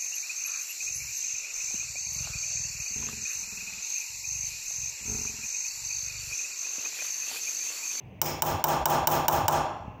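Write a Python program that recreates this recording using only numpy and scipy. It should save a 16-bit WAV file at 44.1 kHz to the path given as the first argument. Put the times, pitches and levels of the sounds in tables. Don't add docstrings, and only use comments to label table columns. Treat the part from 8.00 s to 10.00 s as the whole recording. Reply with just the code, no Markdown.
import sys
import numpy as np
from scipy import signal
from scipy.fft import rfft, irfft
from scipy.io import wavfile
from scipy.ndimage import uniform_filter1d

SR = 44100
rng = np.random.default_rng(int(sys.argv[2]) if len(sys.argv) > 2 else 0)


def volts_from_db(level):
    exponent = np.asarray(level, float) / 20
    return 10 ** exponent


def dump(signal):
    limited = np.clip(np.atleast_2d(signal).T, -1, 1)
    pcm = np.round(limited * 32767).astype(np.int16)
    wavfile.write(sys.argv[1], SR, pcm)


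N = 88200

# frequency in Hz, level in dB.
STREET_COLOUR = [(30, -6.5), (100, 6), (430, -11.5), (950, -15.5), (1300, -34.5), (2700, -19), (3500, -42),
                 (16000, -63.5)]
STREET_DB = -46
# centre in Hz, width in Hz, level in dB.
HISS = [(6200, 500, -83), (14950, 1600, -82)]

# start in seconds, level in dB, frequency in Hz, length in seconds.
KNOCKS = [
    (.04, -41.5, 111, 0.015),
    (0.336, -45, 75, .04),
    (0.549, -30, 90.5, 0.037),
    (0.821, -32, 65, 0.074),
    (1.027, -35, 76.5, 0.048),
    (1.376, -37, 70, 0.076),
    (1.446, -28.5, 100, 0.042),
    (1.881, -29, 125, 0.0073),
    (1.901, -36.5, 98.5, 0.023),
]
RUMBLE_HZ, RUMBLE_WIDTH_HZ, RUMBLE_DB, RUMBLE_T60_S = 85, 70, -49.5, 1.73

# start in seconds, tray level in dB, tick level in dB, punch level in dB, limiter depth in dB.
TAPS = [
    (0.2163, -31, -31, -22.5, 8.5),
    (0.4217, -26, -31, -24.5, 11),
    (0.641, -23.5, -30.5, -23.5, 12.5),
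    (0.8569, -23, -30.5, -24.5, 13.5),
    (1.0727, -22.5, -28.5, -22.5, 11.5),
    (1.2827, -21, -29, -23, 10),
    (1.4819, -20.5, -29, -26, 10),
]
TRAY_DB, TICK_DB, PUNCH_DB = 3, 10, 10

# frequency in Hz, level in dB, t60 in seconds, signed weight.
TIP_PATCHES = [(2145, -5, 0.025, 1), (2990, 3.5, 0.028, -0.91), (3760, -2, 0.045, 0.76),
               (4080, -9, 0.036, -0.86), (4870, 3.5, 0.011, 1), (5790, 8, 0.054, -0.043),
               (6500, -21, .012, -0.64), (7170, 8, 0.004, -1.59), (8000, -4, 0.013, 0.42),
               (8010, 9, 0.0075, -0.54), (8660, -27, 0.0052, -0.7)]
TICK_CHOKE_S = .0045
CHATTER_S, CHATTER_DB = 0.0023, 2.5
CRACK_DB, CRACK_S, CRACK_HZ = 1, 0.0017, 5800
DRIFT = .005

# frequency in Hz, level in dB, t60 in seconds, sign.
PUNCH_MODES = [(5650, -8, .2, 1), (12200, -17, .03, 1), (13200, -19, .03, -1), (14600, -4, .04, 1),
               (15050, -9, .03, -1), (15440, 0, .035, 1)]
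PUNCH_RISE_S = .0013
SING_HZ, SING_DB, SING_T60_S, SING_WAVER_DB = 12064, -24, .33, 1.5

# frequency in Hz, level in dB, t60 in seconds, signed weight.
TRAY_MODES = [(612, 3, .04, -0.5), (963, -8, 0.031, 0.66), (1496, -6, 0.042, -1.3), (1694, -13, 0.09, 1)]
BEND_HZ, BEND_FROM_HZ, BEND_S, BEND_DB = 825, 1150, .0035, 2
SWELL_S, CHOKE_S, CHOKE_DB = .0088, .003, -19.5
# frequency in Hz, level in dB, t60 in seconds, weight.
LINGER_MODES = [(648.7, -10.5, 0.45, 0.74), (769, -14.5, 0.66, -0.49), (809.5, -9.5, 0.64, 0.93),
                (856.5, -12, 0.92, 0.49), (909.7, -7, 0.64, -0.49), (987, -13, 0.68, 0.49),
                (1035, -14, 1, -0.16), (1173, -17, 0.65, 0.94)]
LINGER_RISE_S = 0.081
# frequency in Hz, level in dB, t60 in seconds, signed weight.
WOOD_MODES = [(150.1, -3.5, 0.49, 0.61), (342.8, -10, 0.54, -0.98), (524.4, -16, 0.49, 0.98)]

# delay in seconds, level in dB, lowest Hz, highest Hz.
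ECHOES = [(.0052, -12, 2000, 17000), (.0135, -10, 400, 2000), (.029, -20, 4500, 17000),
          (.0454, -15, 12000, 17000)]
# frequency in Hz, t60 in seconds.
ROOM_T60 = [(60, 0.5), (900, 0.91), (3000, 0.69), (7000, 0.36), (15000, 0.25)]
# frequency in Hz, level in dB per Hz.
ROOM_TRAY = [(400, -20), (600, 1), (850, 3.5), (1050, 0), (1400, -8), (1750, -12.5), (2200, -61.5)]
# frequency in Hz, level in dB per Hz.
ROOM_TICK = [(50, 9), (150, 2.5), (400, 4), (1500, -11), (2800, -5.5), (4300, -12.5), (6200, -1),
             (10500, -14)]
# frequency in Hz, level in dB per Hz.
ROOM_PUNCH = [(9000, -46.5), (11000, -37.5), (12100, -18.5), (13800, -9), (14600, -0.5), (15700, -3.5),
              (16100, -32.5), (16800, -47.5)]
# frequency in Hz, level in dB per Hz.
ROOM_SPOT = [(1500, -30), (2350, 0), (3300, -40), (4200, -31), (5000, 1.5), (6000, 1.5), (8000, -9),
             (9000, -26)]
SPOT_DB_PER_TAP = -12.5
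ROOM_DB, WALL_S = -3.5, .0365
EARLY_DB, EARLY_LOW_DB, EARLY_HZ = -8, -1, 1500

LOOK_AHEAD_S, HOLD_S, RELEASE_S = 0.022, 0.004, 0.089
TOP_HZ, BASS_CUT_HZ = 15900, 55


def along_hz(table, hz):
    table = np.array(table, float)
    return np.interp(np.log(hz), np.log(table[:, 0]), table[:, 1])


def band(x, hz, width):
    low, high = max(hz - width / 2, 5), min(hz + width / 2, .49 * SR)
    return signal.sosfilt(signal.butter(2, [low, high], "bandpass", fs=SR, output="sos"), x)


def unit(x):
    return x / np.sqrt(np.mean(x ** 2))


def walk(rate):
    hold = int(SR / rate)
    steps = np.repeat(rng.standard_normal(N // hold + 1), hold)
    return unit(uniform_filter1d(steps, hold)[:N])


def decay(t, t60):
    return np.exp(-np.log(1000) * t / t60)


def street_hum():
    street = np.zeros(N)
    for hz in 32 * 2 ** np.arange(0, 9, 1 / 5):
        level_db = along_hz(STREET_COLOUR, hz) + 10 * np.log10(hz) + 2 * walk(50)
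        street += volts_from_db(level_db) * unit(band(rng.standard_normal(N), hz, .13 * hz))
    hiss = sum(volts_from_db(db) * unit(band(rng.standard_normal(N), hz, width)) for hz, width, db in HISS)
    return volts_from_db(STREET_DB) * unit(street) + hiss


def bench():
    t = np.arange(N) / SR
    shaken = sum((t > row[0]) * decay(np.maximum(t - row[0], 0), RUMBLE_T60_S) for row in TAPS)
    noise = band(rng.standard_normal(N), RUMBLE_HZ, RUMBLE_WIDTH_HZ)
    noise = band(noise, RUMBLE_HZ, RUMBLE_WIDTH_HZ)
    out = volts_from_db(RUMBLE_DB + 3 * walk(25)) * shaken * unit(noise)
    for at, db, hz, length in KNOCKS:
        lump = np.exp(-((t - at) / (0.31 * length)) ** 2)
        out = out + volts_from_db(db + 2) * lump * np.sin(2 * np.pi * hz * (t - at))
    return out


def ring(modes, detune=np.ones(16)):
    t = np.arange(SR // 2) / SR
    return sum(sign * volts_from_db(db) * np.sin(2 * np.pi * hz * factor * t) * decay(t, t60)
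               for (hz, db, t60, sign), factor in zip(modes, detune))


def add(x, piece, at_s):
    i = int(at_s * SR)
    piece = piece[:len(x) - i]
    x[i:i + len(piece)] += piece


def tick(tick_db, wander, shared, own):
    t, since = np.arange(len(shared)) / SR, np.arange(SR // 2) / SR
    envelope = t / CHATTER_S * np.exp(-t / CHATTER_S) / np.sqrt(CHATTER_S * SR)
    rattle = volts_from_db(CHATTER_DB) * (shared + 0.13 * own) * envelope
    rattle[0] += .4
    patches = signal.fftconvolve(ring(TIP_PATCHES, 1 + wander), rattle)[:SR // 2]
    out = volts_from_db(TICK_DB + tick_db) * np.exp(-since / TICK_CHOKE_S) * patches
    crack = band((shared + own) * np.exp(-t / CRACK_S), CRACK_HZ, 1.88 * CRACK_HZ)
    add(out, volts_from_db(CRACK_DB + tick_db) * crack, 0)
    return out


def punch(punch_db, wander):
    rise = np.arange(SR // 2) / SR / PUNCH_RISE_S
    return volts_from_db(PUNCH_DB + punch_db) * rise * np.exp(1 - rise) * ring(PUNCH_MODES, 1 + 0.36 * wander)


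def hammer_sing(tick_db, waver):
    return ring([(SING_HZ, SING_DB + 4 + tick_db, SING_T60_S, 1)]) * waver


def tray():
    t = np.arange(SR // 2) / SR
    hz = BEND_HZ + (BEND_FROM_HZ - BEND_HZ) * np.exp(-t / BEND_S)
    swell = np.interp(t, [0, SWELL_S, SWELL_S + CHOKE_S], [.4, 1, volts_from_db(CHOKE_DB)])
    fade = np.exp(-np.maximum(t - SWELL_S, 0) / 0.066)
    bend = volts_from_db(BEND_DB) * np.sin(2 * np.pi * np.cumsum(hz) / SR) * fade
    struck = volts_from_db(TRAY_DB) * swell * (bend + ring(TRAY_MODES))
    return struck + np.minimum(t / LINGER_RISE_S, 1) * ring(LINGER_MODES)


def echoes():
    out, click = np.eye(1, SR // 10)[0], np.eye(1, 600)[0]
    for delay, db, low_hz, high_hz in ECHOES:
        add(out, volts_from_db(db) * band(click, (low_hz + high_hz) / 2, high_hz - low_hz), delay)
    return out


def diffuse(colour):
    t = np.arange(SR) / SR
    spectrum = rfft(rng.standard_normal(SR))
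    noise = irfft(spectrum * volts_from_db(along_hz(colour, np.arange(SR // 2 + 1) + 1.)), SR)
    tail = np.zeros(SR)
    for hz in 50 * 2 ** np.arange(0, 8.5, 1 / 3):
        early = volts_from_db(EARLY_DB if hz > EARLY_HZ else EARLY_LOW_DB)
        onset = np.interp(t, [0, .008, WALL_S, WALL_S + 0.00276], [0, early, early, 1])
        tail += onset * band(noise, hz, 0.21 * hz) * decay(t, along_hz(ROOM_T60, hz))
    return volts_from_db(ROOM_DB + 13.5) * tail


def taps():
    near, far = np.zeros(N), np.zeros(N)
    shared = rng.standard_normal(400)
    wanders = np.cumsum(rng.standard_normal((len(TAPS), 16)), axis=0) * DRIFT
    owns = rng.standard_normal((len(TAPS), 400))
    tray_near, wood, waver = tray(), ring(WOOD_MODES), volts_from_db(SING_WAVER_DB * walk(90))
    tray_room, tick_room, punch_room = diffuse(ROOM_TRAY), diffuse(ROOM_TICK), diffuse(ROOM_PUNCH)
    spot_room = diffuse(ROOM_SPOT)
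    for k, (at, tray_db, tick_db, punch_db, duck_db) in enumerate(TAPS):
        wander, own = wanders[k], owns[k]
        blow = tick(tick_db, wander, shared, own) + punch(punch_db, wander)
        blow = blow + volts_from_db(tray_db) * tray_near + volts_from_db(tick_db) * wood
        blow = blow + hammer_sing(tick_db, waver[3000 * k:][:SR // 2])
        add(near, volts_from_db(duck_db) * blow, at - .0006)

        slip = np.array([1, 0.39 * own[0], 0.21 * own[1], 0.22 * own[2]])
        wash = volts_from_db(tray_db) * tray_room
        wash = wash + volts_from_db(tick_db) * (tick_room + volts_from_db(k * SPOT_DB_PER_TAP) * spot_room)
        wash = wash + volts_from_db(punch_db) * np.convolve(punch_room, slip)[:SR]
        add(far, volts_from_db(duck_db) * wash, at)
    return signal.fftconvolve(near, echoes())[:N] + far


def scene():
    return (street_hum() + bench() + taps())[None]


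def top_cut(x):
    return signal.sosfilt(signal.butter(12, 16970, fs=SR, output="sos"), x)


def record(dry):
    t = np.arange(N) / SR
    corners = [-LOOK_AHEAD_S, 0, HOLD_S, HOLD_S + RELEASE_S]
    duck_db = np.max([np.interp(t - row[0], corners, [0, 1, 1, 0]) * row[-1] for row in TAPS], axis=0)
    x = signal.sosfilt(signal.ellip(7, .5, 55, TOP_HZ, fs=SR, output="sos"), dry * volts_from_db(-duck_db))
    x = signal.lfilter(*signal.butter(2, BASS_CUT_HZ, "high", fs=SR), x)
    return top_cut(x)


dry = scene()
out = record(dry)
dump(out)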